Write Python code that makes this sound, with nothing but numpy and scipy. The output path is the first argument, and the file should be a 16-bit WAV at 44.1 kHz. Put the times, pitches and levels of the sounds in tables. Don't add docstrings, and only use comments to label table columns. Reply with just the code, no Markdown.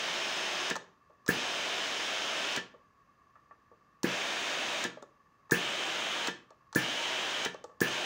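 import sys
import numpy as np
from scipy import signal
from scipy.fft import irfft, next_fast_len
from scipy.io import wavfile
from scipy.ndimage import uniform_filter1d

SR = 44100
rng = np.random.default_rng(int(sys.argv[2]) if len(sys.argv) > 2 else 0)


def store_pcm(level_fs):
    pcm = np.round(np.clip(level_fs, -1, 1) * 32767).astype(np.int16)
    wavfile.write(sys.argv[1], SR, np.atleast_2d(pcm).T)


N = 355336

# opens_s, shuts_s, vent_db, sizzle_db, whistle_db, opening_force_db
STEAM_BURSTS = [(-.5, 0.717, 4, 3.5, 3.5, 0), (1.2915, 2.579, 4, 3, 2.5, 0),
                (4.0442, 4.856, 1, 1, -2, -9.5), (5.5225, 6.289, 5, -.5, 1, 1.5),
                (6.7615, 7.466, 5.5, 1.5, -1, 0.5), (7.8171, 8.4, 5, 0, 0, -.5)]


def gain_of(db):
    return 10 ** (np.asarray(db) / 20)


def unit_rms(x):
    return x / np.sqrt(np.mean(x ** 2) + 1e-20)


def curve_at(points, hz):
    f, value = np.transpose(points)
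    return np.interp(np.log(hz + 1), np.log(f + 1), value)


def resonance_db(rows, hz):
    return sum(db * 2 ** -(2 * (hz - f) / width) ** 2 for f, width, db in rows)


def clock(length_s):
    return np.arange(int(length_s * SR)) / SR


def add(mix, start_s, sound):
    at = round(start_s * SR)
    sound = sound[max(-at, 0):]
    part = mix[max(at, 0):][:len(sound)]
    part += sound[:len(part)]


def noise(colour_db, size):
    full = next_fast_len(size)
    hz = np.fft.rfftfreq(full, 1 / SR)
    spectrum = gain_of(colour_db(hz)) * np.exp(2j * np.pi * rng.random(len(hz)))
    return unit_rms(irfft(spectrum, full)[:size])


def room(x, wet_db, gap_s=0.004):
    # frequency_hz, t60_s
    decay = [(120, .44), (500, .43), (2000, .36), (6000, .31), (10000, .22), (15000, .17)]
    hz, t, spectra = signal.stft(rng.choice([-1., 1.], SR * 3 // 4), SR, nperseg=256)
    tail = signal.istft(spectra * gain_of(-60 * t / curve_at(decay, hz)[:, None]), SR, nperseg=256)[1]
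    tail *= np.clip(np.arange(len(tail)) / (gap_s * SR) - 1, 0, 1)
    tail *= gain_of(wet_db) / np.linalg.norm(tail)
    tail[0] = 1
    return signal.oaconvolve(x, tail)


def boiler(level_db=-65, waver_db=1.6):
    # frequency_hz, density_db
    room_tone = [(25, 8), (60, 1.5), (130, 1), (400, -6.5), (800, -10.5), (1200, -6), (2200, -17),
                 (3500, -24.5), (6500, -26), (8500, -37.5), (15500, -36.5)]
    # centre_hz, width_hz, lift_db
    tank_modes = [(1130, 130, 16), (1550, 88, -5.5), (1740, 220, 9), (2140, 60, 6.5), (2660, 150, 7.5),
                  (4750, 200, 5), (6290, 230, 3.5)]
    hz, frame_s, spectra = signal.stft(rng.standard_normal(N), SR, nperseg=1024, noverlap=768)
    swell = unit_rms(uniform_filter1d(rng.standard_normal(len(frame_s)), size=4))
    lift_db = resonance_db(tank_modes, hz)[:, None]
    colour_db = curve_at(room_tone, hz)[:, None] + lift_db + waver_db * swell * lift_db / lift_db.max()
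    simmer = signal.istft(spectra * gain_of(colour_db), nperseg=1024, noverlap=768)[1][:N]
    return gain_of(level_db) * unit_rms(simmer)


def plastic_tick(t60_s, rise_s=0.00023, top_hz=SR):
    # frequency_hz, density_db
    snap_at_mic = [(150, -32), (600, -4), (1000, -1), (1600, -5.5), (2150, -15), (3000, -9), (4000, -3),
                   (4900, -6), (6200, -1.5), (7800, -7.5), (9000, -18.5), (11500, -26), (14000, -30),
                   (15500, -14)]
    t = clock(.06)
    snap = noise(lambda hz: curve_at(snap_at_mic, hz) - 10 * np.log10(1 + (hz / top_hz) ** 4), len(t))
    return snap * np.minimum(t / rise_s, 1) * gain_of(-60 * t / t60_s) / 2


def handle(focus_db=7, firm_db=-32.5, firm_t60_s=0.049):
    # start_s, level_db, centre_hz, tick_re_knock_db
    knocks = [(0.7555, -27, 920, -1), (0.7631, -26.5, 744, -1), (1.098, -58, 580, -12),
              (1.263, -45.5, 1100, 11), (2.739, -50.5, 515, -21.5), (3.354, -56, 1120, -21),
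              (3.5095, -48, 875, -33.5), (3.714, -56.5, 460, -22), (4.972, -42, 453, -27),
              (5.0248, -37, 474, -6), (5.4952, -43.5, 1060, -12), (6.505, -49, 657, -4),
              (6.7278, -44.5, 1065, 7.5), (7.5436, -36.5, 525, -7), (7.641, -33.5, 490, -5),
              (7.694, -51.5, 700, -21)]
    # centre_hz, width_hz, lift_db
    shell_modes = [(452, 230, 11), (610, 140, 8), (870, 120, 11), (1144, 135, 18), (1300, 160, 14),
                   (1780, 200, 14.5), (2590, 300, 2)]
    out, t = np.zeros(N), clock(0.23)
    for start_s, knock_db, centre_hz, tick_db in knocks:
        t60_s = firm_t60_s * 2 ** ((firm_db - knock_db) / 14)
        body = noise(lambda hz: resonance_db(shell_modes, hz)
                     - focus_db * np.log2((hz + 1) / centre_hz) ** 2, len(t))
        add(out, start_s, body * gain_of(knock_db - 60 * t / t60_s) * np.minimum(t / 0.0019, 1))
        add(out, start_s, gain_of(knock_db + tick_db) * plastic_tick(t60_s=0.024, top_hz=10000))
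    return room(out, wet_db=-13)[:N]


def trigger(press_lead_s=.0128, release_lead_s=.017, press_db=-18, release_db=-16.5):
    out = np.zeros(N)
    for opens_s, shuts_s, *_ in STEAM_BURSTS:
        for start_s, db in (opens_s - press_lead_s, press_db), (shuts_s - release_lead_s, release_db):
            click = gain_of(db) * plastic_tick(t60_s=0.019, rise_s=0.0019)
            add(out, start_s, room(click, wet_db=-12.5))
    return out


def plunger_slam(mix, lands_s, thump_db, push_s, ring_db, shutting):
    # pitch_hz, opening_db, shutting_db, t60_s
    modes = [(132.2, -17, -20.5, 0.38), (180.4, -9, -8.5, 0.22), (252, -24.5, -14.5, 0.17),
             (354, -2, 4, 0.048), (388.4, -25, -1.5, 0.055), (472.5, -7, -3.5, 0.11),
             (945, -21.5, -11, 0.12), (1384, -9.5, -3.5, 0.0696), (1611, -2, -7.5, 0.12),
             (1689, 4.5, 0.5, 0.06), (1765, -1, -5.5, 0.21), (1950, -12, -3, 0.062)]
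    travel_s, swell_s = .0048, .003
    t = clock(.4)
    push = (t - travel_s) / push_s
    slam = gain_of(thump_db) * (push ** 2 - 1) * np.exp(-push ** 2 / 2)
    for hz, opening_db, shutting_db, t60_s in modes:
        drive_db, age_s = (ring_db, t) if hz > 800 else (thump_db - 8.5, np.maximum(t - travel_s, 0))
        swing = np.sin(2 * np.pi * (hz * t + rng.random())) * np.minimum(age_s / swell_s, 1)
        slam += gain_of(drive_db + (shutting_db if shutting else opening_db) - 60 * age_s / t60_s) * swing
    add(mix, lands_s - travel_s, room(slam, wet_db=-11.5))


def valve(seat_lead_s=0.003495):
    out = np.zeros(N)
    for opens_s, shuts_s, *_, force_db in STEAM_BURSTS:
        plunger_slam(out, opens_s, thump_db=-14.5 + 0.11 * force_db, push_s=0.00082,
                     ring_db=-24.5 + force_db, shutting=False)
        plunger_slam(out, shuts_s - seat_lead_s, thump_db=-27, push_s=0.00071,
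                     ring_db=-30.5, shutting=True)
    return out


def soleplate_hiss(open_s, vent_db, sizzle_db, whistle_db):
    # frequency_hz, density_db
    hiss_at_mic = [(30, -31), (80, -21), (170, -10.5), (350, -1.5), (1000, -1), (2500, 1.5), (3600, -0.5),
                   (4500, -9), (6600, -9.5), (8300, -20.5), (9400, -23), (12500, -38), (13800, -36),
                   (14900, -26.5)]
    # centre_hz, width_hz, lift_db
    plate_modes = [(186, 35, 3.5), (360, 50, 3), (425, 35, -4.5), (502, 30, 2.5), (540, 30, -3),
                   (617, 70, 5.5), (720, 110, 2.5), (935, 45, 3.5), (1720, 200, 1.5), (2020, 160, -2.5),
                   (6327, 60, 3.5), (6560, 260, 3), (6950, 300, -2.5), (7430, 110, 3.5), (8790, 120, 2.5)]
    # centre_hz, width_hz, lift_db
    vent_modes = [(2600, 160, 1), (2840, 150, -1), (3440, 150, -2), (3567, 180, 2)]
    # centre_hz, width_hz, lift_db
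    beamed_modes = [(3076, 400, vent_db), (5220, 1600, sizzle_db), (5220, 180, whistle_db)]
    rise_s, purge_s, bleed_s, flutter_db = 0.0019, 0.028, .016, 0.1
    t = clock(open_s + 0.13)
    hz, frame_s, spectra = signal.stft(rng.standard_normal(len(t)), SR, nperseg=1024, noverlap=768)
    hz = hz[:, None] / (1 - 0.4 * np.exp(-frame_s / purge_s))
    colour_db = curve_at(hiss_at_mic, hz)
    for modes in plate_modes, vent_modes, beamed_modes:
        colour_db += resonance_db(modes, hz)
    colour_db += flutter_db * unit_rms(uniform_filter1d(rng.standard_normal(len(frame_s)), size=5))
    hiss = unit_rms(signal.istft(spectra * gain_of(colour_db), nperseg=1024, noverlap=768)[1][:len(t)])
    bleed = np.exp(-np.maximum(t - open_s, 0) / bleed_s)
    return hiss * (1 - np.exp(-t / rise_s)) * bleed


def steam(hiss_db=-35, spurt_db=-27, spurt_t60_s=0.087):
    # frequency_hz, density_db
    spurt_at_mic = [(300, -27.5), (1300, 3), (3500, -18), (4700, -9), (6600, 3.5), (8200, -7.5),
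                    (8900, -10.5), (9500, 4.5), (10500, -7), (11100, -17), (13100, -13), (14300, 2),
                    (15300, 4), (15900, 4.5)]
    out, t = np.zeros(N), clock(0.3)
    for opens_s, shuts_s, vent_db, sizzle_db, whistle_db, force_db in STEAM_BURSTS:
        hiss = gain_of(hiss_db) * soleplate_hiss(shuts_s - opens_s, vent_db, sizzle_db, whistle_db)
        add(out, opens_s - .003, room(hiss, wet_db=-10.5))
        spurt = noise(lambda hz: curve_at(spurt_at_mic, hz), len(t)) * np.minimum(t / 0.0015, 1)
        spurt *= gain_of(spurt_db + force_db - 60 * t / spurt_t60_s)
        add(out, opens_s - .005, room(spurt, wet_db=-3.5))
    return out


def scene():
    return np.tile(steam() + valve() + trigger() + handle() + boiler(), (2, 1))


def record(dry):
    low_cut_hz, band_limit_hz = 80, 15800
    thinned = signal.sosfilt(signal.butter(2, low_cut_hz, "highpass", fs=SR, output="sos"), dry)
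    band_limit = signal.firwin(511, band_limit_hz, window=("kaiser", 9), fs=SR)
    return signal.oaconvolve(thinned, band_limit[None], "same")


dry = scene()
out = record(dry)
store_pcm(out)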